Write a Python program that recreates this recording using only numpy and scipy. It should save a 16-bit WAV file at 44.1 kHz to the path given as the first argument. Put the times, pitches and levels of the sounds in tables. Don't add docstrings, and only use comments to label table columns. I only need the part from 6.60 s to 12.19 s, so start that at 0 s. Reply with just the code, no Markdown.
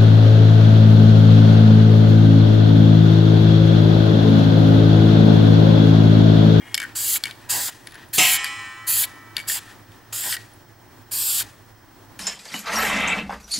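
import sys
import numpy as np
from scipy import signal
from scipy.fft import rfft, irfft, next_fast_len
from scipy.io import wavfile
from scipy.ndimage import uniform_filter1d, map_coordinates

SR = 44100
rng = np.random.default_rng(int(sys.argv[2]) if len(sys.argv) > 2 else 0)


def volts(x):
    e = np.asarray(x, float) / 20
    return 10 ** e


def generate_wav(signal):
    frames = np.transpose(np.atleast_2d(signal))
    scaled = np.clip(frames, -1, 1) * 32767
    pcm = np.round(scaled).astype(np.int16)
    wavfile.write(sys.argv[1], SR, pcm)


N = 246519
SIDES = np.array([[1], [-1]])

VALVE = [
    (.350, .582),
    (.888, 1.104),
    (1.528, 1.777),
    (2.264, 2.458),
    (2.869, 2.995),
    (3.523, 3.762),
    (4.509, 4.831),
]
# hiss in dB just open, midway and about to shut, rumble in dB re hiss.
FLOW = [(-23, -24, -22.5, -8), (-19.5, -24, -23.5, -7.5), (-25, -23, -21.5, -7.5), (-25.5, -25, -27, -4.5),
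        (-19, -25, -26, -6.5), (-26, -28.5, -24, -4.5), (-25.5, -25.5, -25, -8)]
# comb crest of the nearest echo in Hz at start, midway and end,
# growth of the far echo paths per second.
PATH = [(7900, 7550, 7300, -.6), (7600, 7750, 7500, -.5), (7900, 7400, 7400, 0), (7300, 7300, 7700, -.8),
        (8000, 7600, 8000, -.4), (7300, 8200, 9200, -.6), (9100, 8200, 7600, .8)]


def rms_one(x):
    return x / np.sqrt(np.mean(x ** 2) + 1e-20)


def at_hz(points, hz):
    point_hz, value = np.transpose(points)
    return np.interp(np.log(hz), np.log(point_hz), value)


def gate(spans, rise_s, fall_s):
    t = np.arange(N) / SR
    return sum(np.clip(np.minimum((t - a) / rise_s, (b - t) / fall_s), 0, 1) for a, b in spans)


def hump(middle_s, half_s):
    return np.exp(-((np.arange(N) / SR - middle_s) / half_s) ** 2)


def drift(rate):
    r = np.exp(-40 * np.pi * rate / SR)
    slow = signal.lfilter([1], [1, -2 * r, r * r], rng.standard_normal(N // 20 + 3002))[3000:]
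    return np.interp(np.arange(N) / 20, np.arange(len(slow)), rms_one(slow))


def ring(x, hz, t60):
    r, w = volts(-60 / (t60 * SR)), 2 * np.pi * hz / SR
    return signal.lfilter([0, np.sin(w)], [1, -2 * r * np.cos(w), r * r], x + 1e-18)


def decay(x, t60):
    return signal.lfilter([1], [1, -volts(-60 / (t60 * SR))], x)


def band(x, low_hz, high_hz):
    return signal.sosfilt(signal.butter(2, [low_hz, min(high_hz, .47 * SR)], "band", fs=SR, output="sos"), x)


def stereo_noise(spectrum, width, lean=((20, 0), (20000, 0))):
    # frequency in Hz, left-right likeness.
    likeness = [(60, 0.4), (180, 1), (550, 0.88), (1650, 0.94), (4970, 0.78), (15000, 0.85)]
    size = next_fast_len(N)
    hz = np.maximum(np.arange(size // 2 + 1) * SR / size, 10)
    mid, side = rfft(rng.standard_normal((2, size))) * volts(at_hz(spectrum, hz))
    alike = np.clip(1 - width * (1 - at_hz(likeness, hz)), 0, 1)
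    pair = np.sqrt(1 + alike) * mid + np.sqrt(1 - alike) * side * SIDES
    return rms_one(irfft(pair * volts(at_hz(lean, hz) / 2 * SIDES), size)[:, :N])


def clicks(times, sizes):
    out = np.zeros(N)
    np.add.at(out, (np.asarray(times) * SR).astype(int), sizes)
    return out


def delayed(x, samples):
    return np.array([map_coordinates(c, [np.arange(N) - samples], order=2) for c in x])


def spray():
    # frequency in Hz, level in dB per Hz.
    jet_spectrum = [(240, -74), (400, -34), (1380, -10.5), (1800, -8), (2190, -12), (2980, -5),
                    (4650, -6.5), (5590, -6), (7470, 1), (9550, -3.5), (13800, -6.5), (15600, -9.5)]
    # rise in seconds, nozzle whistle in Hz, its level in dB re hiss.
    nozzle = [(0.0062, 4720, -12), (0.013, 4820, -10), (0.0076, 4420, -8.5), (0.014, 4440, -7.5),
              (.018, 4830, -10.5), (0.0052, 5030, -12.5), (0.011, 4620, -10)]
    spit_db, spit_s, sag_db = 14, 0.042, 5
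    hiss_db, top_db, body_db, rumble_db, crest_hz, near_share, air_db = sweep()
    t = np.arange(N) / SR
    half_shut = 1 - gate(VALVE, rise_s=0.38 * spit_s, fall_s=spit_s)
    hiss_db = hiss_db - sag_db * half_shut
    body_db = body_db + sag_db * half_shut
    rumble_db = rumble_db + spit_db * half_shut
    direct = stereo_noise(jet_spectrum, width=0.59)
    jet = direct + basin_echoes(direct, crest_hz, near_share) + mirrored(direct)
    out = aimed(jet, [rumble_db + 8.0, body_db + 9.5, 0, top_db + 5.0], air_db)
    air = rng.standard_normal(N)
    opening = 0
    for (a, b), (rise_s, hz, db) in zip(VALVE, nozzle):
        here = slice(int(a * SR), int(b * SR))
        out[:, here] += volts(db) * rms_one(ring(air[here], hz, t60=0.0062))
        opening = opening + (t < b) * np.clip((t - a) / rise_s, 0, 1) ** 1.43
    shutting = gate(VALVE, rise_s=.001, fall_s=0.023) ** 0.5
    return volts(hiss_db - 1.5) * opening * shutting * out


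def sweep():
    # top in dB re hiss at start and end, body in dB re hiss at start and end.
    aim = [(-5, 6, -18.5, -7.5), (-0.5, -7.5, -12.5, -15), (3.5, 4.5, -10, -10.5), (5, 12.5, -10.5, -4),
           (-2, 0, -17, -6), (-5, -0.5, -14.5, -8.5), (-2.5, 4.5, -13.5, -4.5)]
    near_share = [(.25, .35, .6), (.3, .25, .2), (.15, .3, .5), (.3, .5, .5), (.1, .25, .2), (.6, .4, .4),
                  (.3, .75, .05)]
    axis_air = [(2, -4), (-2, 6), (-1, -3), (1, -8), (-1, 3), (0, 1), (4.5, -1)]
    rows = []
    for (a, b), flow, turn, path, near, air in zip(VALVE, FLOW, aim, PATH, near_share, axis_air):
        top0, top1, body0, body1 = turn
        for k, p in enumerate((0, .5, 1)):
            top, body = top0 + p * (top1 - top0), body0 + p * (body1 - body0)
            airy = air[0] + p * (air[1] - air[0])
            rows.append((a + p * (b - a), flow[k], top, body, flow[3], path[k], near[k], airy))
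    s, *columns = np.transpose(rows)
    return [np.interp(np.arange(N) / SR, s, c) for c in columns]


def basin_echoes(direct, crest_hz, near_share):
    # delay in milliseconds, share.
    rim_echoes = [(.62, .1), (.41, .15)]
    t = np.arange(N) / SR
    nearest = 2 * SR / uniform_filter1d(crest_hz, size=3000)
    out = near_share * delayed(direct, nearest)
    reach = 1
    for (a, b), (*_, growth) in zip(VALVE, PATH):
        from_middle = t - (a + b) / 2
        reach = reach + growth * np.clip(from_middle, -.2, .2) * (abs(from_middle) < .25)
    for delay_ms, share in rim_echoes:
        swing = volts(4 * drift(2.1) + 1.1 * rng.standard_normal() * SIDES)
        late = delay_ms * SR / 1000 * (reach + 0.082 * drift(4.1))
        out = out + share * swing * delayed(direct, late)
    return out


def mirrored(direct):
    # start and end in seconds, delay in milliseconds at start and end, share.
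    mirrors = [(.35, .52, 1.8, 1.75, .3), (.35, .58, 1.27, 1.23, .25), (.46, .6, 1.38, 1.52, .35),
               (.44, .54, 1.0, .95, .3), (.5, .6, .95, .9, .2), (.87, 1.04, 1.82, 1.76, .35),
               (.99, 1.12, 1.6, 1.28, .35), (.95, 1.12, .5, .56, .25), (1.51, 1.68, 1.18, 1.22, .35),
               (1.64, 1.74, .7, .76, .3), (1.7, 1.8, .54, .58, .3), (1.66, 1.8, 1.3, 1.25, .2),
               (2.25, 2.36, 1.23, 1.27, .45), (2.27, 2.35, 1.55, 1.55, .3), (2.29, 2.38, .42, .42, .4),
               (2.32, 2.47, .72, .5, .35), (2.37, 2.48, 1.2, 1.27, .3), (2.85, 2.97, 1.72, 1.92, .35),
               (2.91, 2.99, 1.44, 1.44, .35), (2.86, 2.95, 1.27, 1.25, .2), (2.95, 3.02, 1.21, 1.21, .3),
               (3.51, 3.62, 1.6, 1.5, .3), (3.56, 3.66, .57, .55, .3), (3.62, 3.79, .48, .72, .3),
               (3.64, 3.72, 1.2, 1.2, .25), (4.5, 4.6, .42, .44, .35), (4.5, 4.66, 1.23, 1.15, .3),
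               (4.62, 4.72, .75, .81, .35), (4.66, 4.84, 1.42, 1.62, .3), (4.7, 4.84, 1.65, 1.9, .25)]
    out = np.zeros((2, N))
    for a, b, first_ms, last_ms, share in mirrors:
        n = np.arange(int(a * SR), int(b * SR))
        p = (n - n[0]) / len(n)
        late = n - (first_ms + p * (last_ms - first_ms)) * SR / 1000
        lean = volts(0.4 * rng.standard_normal() * SIDES)
        near = direct[:, n[0] - 200:n[-1] + 1]
        echo = [map_coordinates(c, [late - n[0] + 200], order=3) for c in near]
        out[:, n] += share * lean * np.sin(np.pi * p) ** .5 * echo
    return out


def aimed(jet, parts_db, air_db):
    size = next_fast_len(N)
    lines = rfft(jet, size)
    octave = np.log2(np.arange(1, size // 2 + 2) * SR / size / 500)
    sputter = drift(72)
    out = 0
    for centre in np.arange(11) / 2:
        place = np.interp(centre, np.log2([3, 8, 15.6, 25]), range(4))
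        tilt_db = sum(max(1 - abs(place - k), 0) * part for k, part in enumerate(parts_db))
        tilt_db = tilt_db + (centre == 5) * air_db
        part = irfft(lines * np.clip(1 - 2 * abs(octave - centre), 0, 1), size)[:, :N]
        out = out + volts(tilt_db + 0.76 * sputter + drift(2.1)) * part
    return out


def gulps():
    # middle in seconds, half-length in seconds, level in dB.
    gusts = [
        (0.966, 0.063, -34),
        (1.089, 0.0076, -37),
        (2.966, 0.012, -42),
        (3.67, 0.03, -36),
        (4.812, 0.016, -46),
    ]
    # frequency in Hz, width in Hz, level in dB.
    cavity = [(830, 43, 5), (974, 116, 9.5), (1650, 180, 6.5), (1850, 130, 9), (155, 110, 0),
              (338, 170, -6)]
    air = rng.standard_normal(N)
    tone = sum(volts(db) * rms_one(ring(air, hz, 3.1 / width)) for hz, width, db in cavity)
    swell = sum(volts(db) * hump(s, half_s) for s, half_s, db in gusts)
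    return swell * rms_one(band(tone, 146, 3700))


def strike():
    # frequency in Hz, level in dB, t60 in seconds.
    rim = [(736, -31, 0.45), (970, -38, 0.93), (1913.8, -24, 0.62), (2076, -18, 0.38), (2129.1, -30, 0.88),
           (2159, -26, 0.42), (2367, -22, 0.55), (2572, -17, 0.35), (2608, -16, 0.38), (2763, -24, 0.5),
           (2798, -18, 0.3), (2938, -22, 0.33), (3130, -26, 0.48), (3223.3, -28, 0.75), (3978, -24, 0.3),
           (4810, -37, 0.9), (5099.3, -33, 0.95), (5128.9, -37, 1.1), (5340.2, -30, 0.75),
           (5395, -21, 0.36), (5811.3, -41, 1.15), (5909.5, -32, 0.83), (6247, -23, 0.45),
           (6996, -29, 0.55), (7191, -17, 0.42), (7350, -24, 0.42), (7527, -18, 0.36), (7760, -38, 0.95),
           (7841, -27, 0.43), (7950, -25, 0.44)]
    # frequency in Hz, level in dB, t60 in seconds.
    basin = [(811.5, -39, 2.2), (855.9, -45, 2), (1032, -40, 3), (1043, -38, 2.97), (1121.1, -43, 3.2),
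             (1215.3, -48, 4.5), (1314.9, -39, 4.4), (1427.9, -48, 3.6), (1545, -45, 3.6),
             (1546.7, -46, 3.6), (1636.5, -30, .75), (1678.2, -44, 3.2), (1816.2, -36, 3.6), (1820, -38, 3),
             (1888.2, -27, .8), (1962.2, -32, 3), (1965, -41, 2.5), (2233.5, -16, .76), (2289.2, -32, 3.1),
             (2460.2, -22, 1.1), (2645.9, -36, 1.8), (2837, -37, 1.6), (3036.2, -37, 2.34),
             (3036.2, -18, .68), (3254.2, -27, .9), (3465.5, -45, 2.4), (3928.5, -35, 1.36),
             (4174.7, -35, 1.35), (4688.9, -48, 1.8), (5231.2, -42, 1.66), (5523.3, -47, 1.8),
             (6427.7, -47, 1.8), (7079, -40, 1.55), (7416.8, -27, .85), (8116.7, -36, 1.3),
             (8476, -43, 1.75), (8845, -41, 1.25), (10420, -44, 0.9)]
    # frequency in Hz, level in dB, t60 in seconds.
    touched = [(738, -22, 0.35), (1040, -28, 0.49), (1284, -21.5, 0.26), (3450, -25, 0.33), (5135, -23, .3)]
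    # frequency in Hz, gain in dB.
    radiation = [(800, -0.5), (1300, 2), (2000, 1.5), (3500, 1), (5000, 2.3), (8000, 2)]
    fill_times = (.02, .085, .02)
    # time after the strike in seconds, level in dB.
    contacts = [
        (0, 3),
        (0.022, -16),
        (0.065, -12.5),
    ]
    # frequency in Hz, t60 in seconds, level in dB.
    thud = [(144, 0.21, -34), (288, 0.1, -26), (700, 0.23, -26.5), (1405, 0.179, -64), (2370, 0.47, -19.5),
            (4570, 0.26, -23.5), (6900, 0.17, -19), (2100, 1.6, -45), (2900, 1.6, -49.5), (3630, 1.3, -61),
            (6000, 1.5, -45.5), (7800, 1.8, -54)]
    strike_s, twin_share, twin_split = 1.579, .18, .002
    out, start = np.zeros((2, N)), int(strike_s * SR)
    t = np.arange(2 * SR) / SR
    end = np.clip(4 - 2 * t, 0, 1)
    scrape = [drift(38)[:len(t)] for k in range(6)]
    groups = ((rim, -0.5, 2.0), (basin, -0.3, 1.2), (touched, -0.4, 1.5))
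    for (modes, gain_db, rough_db), fill_s in zip(groups, fill_times):
        swell = (1 - np.exp(-t / fill_s)) * end
        for k, (hz, level_db, t60) in enumerate(modes):
            phase, split, pan_db = rng.standard_normal(3) * [9, twin_split, 1.5]
            tone = np.sin(2 * np.pi * hz * t + hz // 10)
            tone = tone + twin_share * np.sin(2 * np.pi * hz * (1 + split) * t + phase)
            level_db = level_db + gain_db + at_hz(radiation, hz)
            tone = tone * volts(level_db - 60 * t / t60 + rough_db * scrape[k % 6])
            out[:, start:start + len(t)] += swell * tone * volts(pan_db * min(hz / 3000, 1.6) * SIDES)
    after_s, force_db = np.transpose(contacts)
    for hz, t60, level_db in thud:
        fade = decay(clicks(strike_s + after_s, volts(force_db + level_db)), t60)
        fade = uniform_filter1d(fade, size=201, origin=100)
        out += fade * rms_one(band(rng.standard_normal(N), hz / 1.08, hz * 1.47))
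    return out


def ball():
    # frequency in Hz, level in dB, t60 in seconds.
    can = [
        [(2240, -3, .04), (2290, -6, .05), (2840, -8, .03), (3080, -7, .035)],
        [(1520, -6, .04), (1650, -4, .035), (1810, -6, .04), (1910, -10, .05)],
        [(3280, -7, .02), (3560, -5, .025), (3950, -9, .018), (4400, -6, .028), (4660, -6, .02),
         (5150, -8, .02)],
        [(6590, -13, .012), (7500, -8, .014), (8300, -10, .01), (10100, -8, .02), (11500, -9, .01)],
    ]
    damping = (1.05, .96, .62, .85)
    # knock in seconds, mode in Hz, gain in dB.
    favours = [(.1437, 3080, 7), (.1437, 5150, 9), (.1437, 10100, 6.5), (.1485, 5150, 8),
               (.1485, 11500, 19), (.178, 10100, -1), (2.7667, 2840, 6.5), (2.7804, 7500, -2),
               (2.7804, 3080, -8), (.1437, 4660, 4.5), (.178, 8300, 7), (.178, 7500, 2), (.178, 6590, -8),
               (.6371, 7500, -3), (.654, 8300, 5), (.7093, 3950, 9), (2.7667, 4400, 5), (2.7667, 8300, -11),
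               (4.809, 1520, 6), (4.809, 2290, 6), (4.809, 1810, -9), (.1437, 7500, 9), (.1437, 3560, -4),
               (.1437, 6590, 7), (.1437, 1810, 8), (.6371, 3280, 1), (.6371, 4400, 7), (.6371, 3560, 4),
               (.6371, 3950, -5), (.6371, 3080, -5), (2.7667, 3560, 7.5), (2.7667, 4660, 5),
               (2.7667, 1650, -6), (2.7667, 3950, -5), (2.7667, 3080, -10), (2.7667, 5150, -14),
               (2.7667, 2290, 1), (2.7804, 2290, 10), (2.7912, 2290, 3.5), (2.7998, 2290, 8),
               (2.7667, 11500, 9), (2.7667, 10100, 1), (1.8441, 4660, 8), (1.8441, 5150, 2),
               (1.8441, 2290, 8), (1.864, 2290, 13), (1.8441, 8300, 6), (3.7242, 3280, -8),
               (3.7658, 10100, -6), (.178, 3280, -10), (.2012, 3280, -5), (1.8441, 4400, -7),
               (1.8441, 11500, 13), (1.8441, 10100, 7), (1.8441, 3560, -15), (1.8441, 1520, -14),
               (1.8441, 3950, -8), (2.898, 1810, 15.5), (2.898, 3280, 7), (2.9198, 1810, 11.5),
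               (3.7242, 4400, 9), (3.7242, 1910, 7), (3.7242, 1650, -7), (3.7414, 1910, 15),
               (3.7414, 1650, -9), (3.7658, 1910, 13), (3.7658, 1650, -14), (3.7658, 1520, -3),
               (3.7658, 2240, -8), (3.7658, 4400, 4.5), (3.7658, 3560, -7)]
    # time in seconds, peak in dB.
    glances = [
        (1.2703, -33),
        (1.296, -51),
        (1.3084, -48),
        (1.321, -43),
        (1.344, -43),
        (1.354, -43),
        (1.487, -48),
        (3.9364, -42.5),
        (5.0215, -56),
        (5.0614, -60),
    ]
    s, peak_db, *part_db = knock_rows()
    glance_s, glance_db = np.transpose(glances)
    out = ring(clicks(glance_s, volts(glance_db)), 10060, t60=0.02)
    for family, rel_db, kept in zip(can, [0] + part_db, damping):
        for hz, level_db, t60 in family:
            late, luck = rng.standard_normal((2, len(s)))
            favour_db = sum(db * (abs(s - at) < .003)
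                            for at, near_hz, db in favours if abs(near_hz / hz - 1) < .012)
            hit_db = peak_db + rel_db + level_db + favour_db - 2.5 + 1.5 * luck
            out = out + ring(clicks(s + .0009 * abs(late), volts(hit_db)), hz, kept * t60)
    fade = decay(clicks(s, volts(peak_db + part_db[-1] - 8.0)), t60=0.021)
    return band(out, 1300, 15400) + fade * rms_one(band(rng.standard_normal(N), 5300, 13000))


def knock_rows():
    # time in seconds, peak in dB, belly and tick in dB re peak.
    strays = [(0.1502, -26, -7, 4), (2.7675, -32, 1, -7), (2.8378, -53, 15.5, -10), (0.25, -38, 14, -9),
              (.2655, -48, 17, -14), (0.5588, -24.5, -3, -5), (0.71, -32.5, -15, -1), (1.0807, -41, -3, 15),
              (1.2715, -35, 2.5, 2.5), (1.3084, -57, -3, 11), (1.321, -49, 9, 5), (1.343, -47, 8, 7),
              (1.354, -45, 12, 2.5), (1.395, -52, 11, 1), (1.412, -54, 9, -6), (.7005, -48, -12, 8),
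              (1.8436, -26, 7, 4.5), (1.8468, -34, -11, 3), (1.856, -35, -6, 6), (1.864, -31, -3, -2),
              (1.876, -36, -3, 2), (2.4369, -24.5, -7, 3), (2.898, -35.5, 6.5, 9.5), (2.919, -38.5, 8, 13),
              (2.9728, -41, 6, -8), (3.318, -49, -9, -1), (3.6387, -32, 3, 0), (3.7245, -28, 7.5, 6),
              (3.7402, -35.5, 6, 9), (3.7662, -32, 5.5, 5.5), (3.779, -53, -2, -4), (4.807, -34.5, 7, 3)]
    # time in seconds, first flight in seconds, share kept per bounce.
    drops = [
        (.1437, .0337, .69),
        (.6374, .0176, .78),
        (2.7667, .0137, .79),
    ]
    # hit in dB, clack in dB re hit, first bounce in dB, loss per bounce in dB,
    # belly gain per bounce in dB.
    force = [(-21.5, 12.5, -16, 5, 5), (-22, 7.5, -21.5, 6.5, 5), (-25.5, 11, -24.5, 4, 2.5)]
    rows = [(s, db, belly, tick + 3.5, tick) for s, db, belly, tick in strays]
    k = np.arange(6)
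    for (s, flight, kept), (hit_db, hit_clack_db, first_db, loss_db, belly_db) in zip(drops, force):
        rows += [(s, hit_db, -4.5, hit_clack_db, 6)]
        bounce_s = s + np.cumsum(flight * kept ** k)
        rows += zip(bounce_s, first_db - loss_db * k, -11.5 + belly_db * (k + 1), -3.5 + 0 * k, -2 + 1.5 * k)
    return np.transpose(rows)


def rolling():
    # middle in seconds, half-length in seconds, level in dB, bright part in dB re level.
    swells = [(0.104, 0.08, -55.5, -1.5), (0.216, 0.022, -43, -19), (0.298, 0.046, -50.5, -22),
              (0.688, 0.024, -44.5, -28), (0.843, 0.037, -55.5, -8), (1.375, 0.087, -47.5, -14),
              (1.865, 0.018, -47.5, 6), (2.66, 0.11, -66, -13), (2.784, 0.024, -42.5, -31),
              (3.108, 0.031, -54.5, -5), (3.347, 0.027, -63.5, 0), (3.304, 0.44, -62.5, -16)]
    # frequency in Hz, width in Hz, level in dB.
    slosh = [(1820, 320, -17), (1870, 150, 13), (2510, 220, 2.5), (3120, 1600, 10.5)]
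    # frequency in Hz, level in dB.
    singing = [(1700, -61), (1900, -55), (2165, -51.5), (2300, -58), (2900, -55.5), (3230, -56.5)]
    mist_db, mist_t60_s, mist_shine_db = -24.5, 0.56, 1
    t = np.arange(N) / SR
    mist = 0
    for (a, b), flow in zip(VALVE, FLOW):
        mist = mist + (t > b) * volts(flow[2] + mist_db - 60 * abs(t - b) / mist_t60_s)
    dull = mist + sum(volts(db) * hump(s, half_s) for s, half_s, db, _ in swells)
    bright = mist * volts(mist_shine_db)
    bright = bright + sum(volts(db + shine_db) * hump(s, half_s) for s, half_s, db, shine_db in swells)
    rub = rng.standard_normal((2, N)) * volts(2 * drift(26.8))
    low = rms_one(sum(volts(db) * rms_one(ring(rub[0], hz, 2.0 / width)) for hz, width, db in slosh))
    high = rms_one(band(rub[1], 2000, 10800))
    sing = sum(volts(db) * rms_one(ring(rub[1], hz, t60=0.076)) for hz, db in singing)
    return sing * hump(0.073, 0.11) + dull * low + bright * high


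def room(x):
    room_t60_s, wall_cut_hz = 0.45, 9700
    size = next_fast_len(N + SR)
    w = 2 * np.pi * np.arange(size // 2 + 1) / size
    t60 = room_t60_s / np.sqrt(1 + (w * SR / (2 * np.pi * wall_cut_hz)) ** 2)
    out = np.zeros((2, len(w)), complex)
    for k, lag in enumerate(rng.uniform(0.0098, .03, 12) * SR):
        loop = volts(-60 * lag / SR / t60) * np.exp(-1j * w * lag)
        out[k % 2] += loop / (1 - loop) * (-1) ** (k // 2)
    out = out + 0.22 * out[::-1]
    return irfft(out * rfft(x, size), size)[:, :N]


def background():
    # frequency in Hz, level in dB.
    fan_spectrum = [(12, -65), (20, -52), (44, 0.5), (75, -15), (108, -3), (178, -8), (330, -1), (402, -8),
                    (476, -11.5), (745, -8.5), (907, -7.5), (2490, -20.5), (5310, -23.5), (14200, -29),
                    (16300, -20)]
    # frequency in Hz, left minus right in dB.
    fan_lean = [(28, -13), (60, -3.5), (240, 4.5), (950, -4), (3770, 2), (15000, 0.0)]
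    # frequency in Hz, rms level in dB.
    whines = [(4317, -73.5), (5157, -69.5), (5281, -82), (5399, -71.5), (5997, -72), (15735, -54)]
    t = np.arange(N) / SR
    fan = volts(-50 + 1.4 * drift(8.8)) * stereo_noise(fan_spectrum, width=3.7, lean=fan_lean)
    hum = volts(-53.5) * rms_one(ring(rng.standard_normal(N), 108.7, t60=0.26)) * volts([[-2.5], [2.5]])
    duct = volts(-63.0) * rms_one(band(rng.standard_normal(N), 1530, 2000))
    beat = np.sin(2 * np.pi * (15 * t + 0.55 * drift(1.7)))
    whine = 0
    for hz, db in whines:
        throb = volts(db + 1.5 * beat + .8 * drift(25) - 3 * (hz < 9000))
        whine = whine + np.sqrt(2) * throb * np.sin(2 * np.pi * hz * t)
    insect = volts(-65) * np.clip(beat, 0, 1) * np.sin(2 * np.pi * 3200 * t)
    return fan + duct + hum + whine + insect


def scene():
    jet, knocks, clang = spray() + gulps(), ball() + rolling(), strike()
    echo = room(volts(-40.0) * jet.mean(axis=0) + volts(-23.5) * knocks + volts(-22.5) * clang.mean(axis=0))
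    knocks = np.array([0.78 * knocks + 0.66 * np.roll(knocks, 1), knocks])
    return jet + knocks + clang + echo + background()


def band_limit(x):
    return signal.sosfilt(signal.butter(12, 16550, fs=SR, output="sos"), x)


def record(dry):
    rounded = np.tanh(dry)
    mix = signal.sosfilt(signal.cheby2(14, 42, 16020, fs=SR, output="sos"), rounded)
    return band_limit(mix)


dry = scene()
out = record(dry)
generate_wav(out)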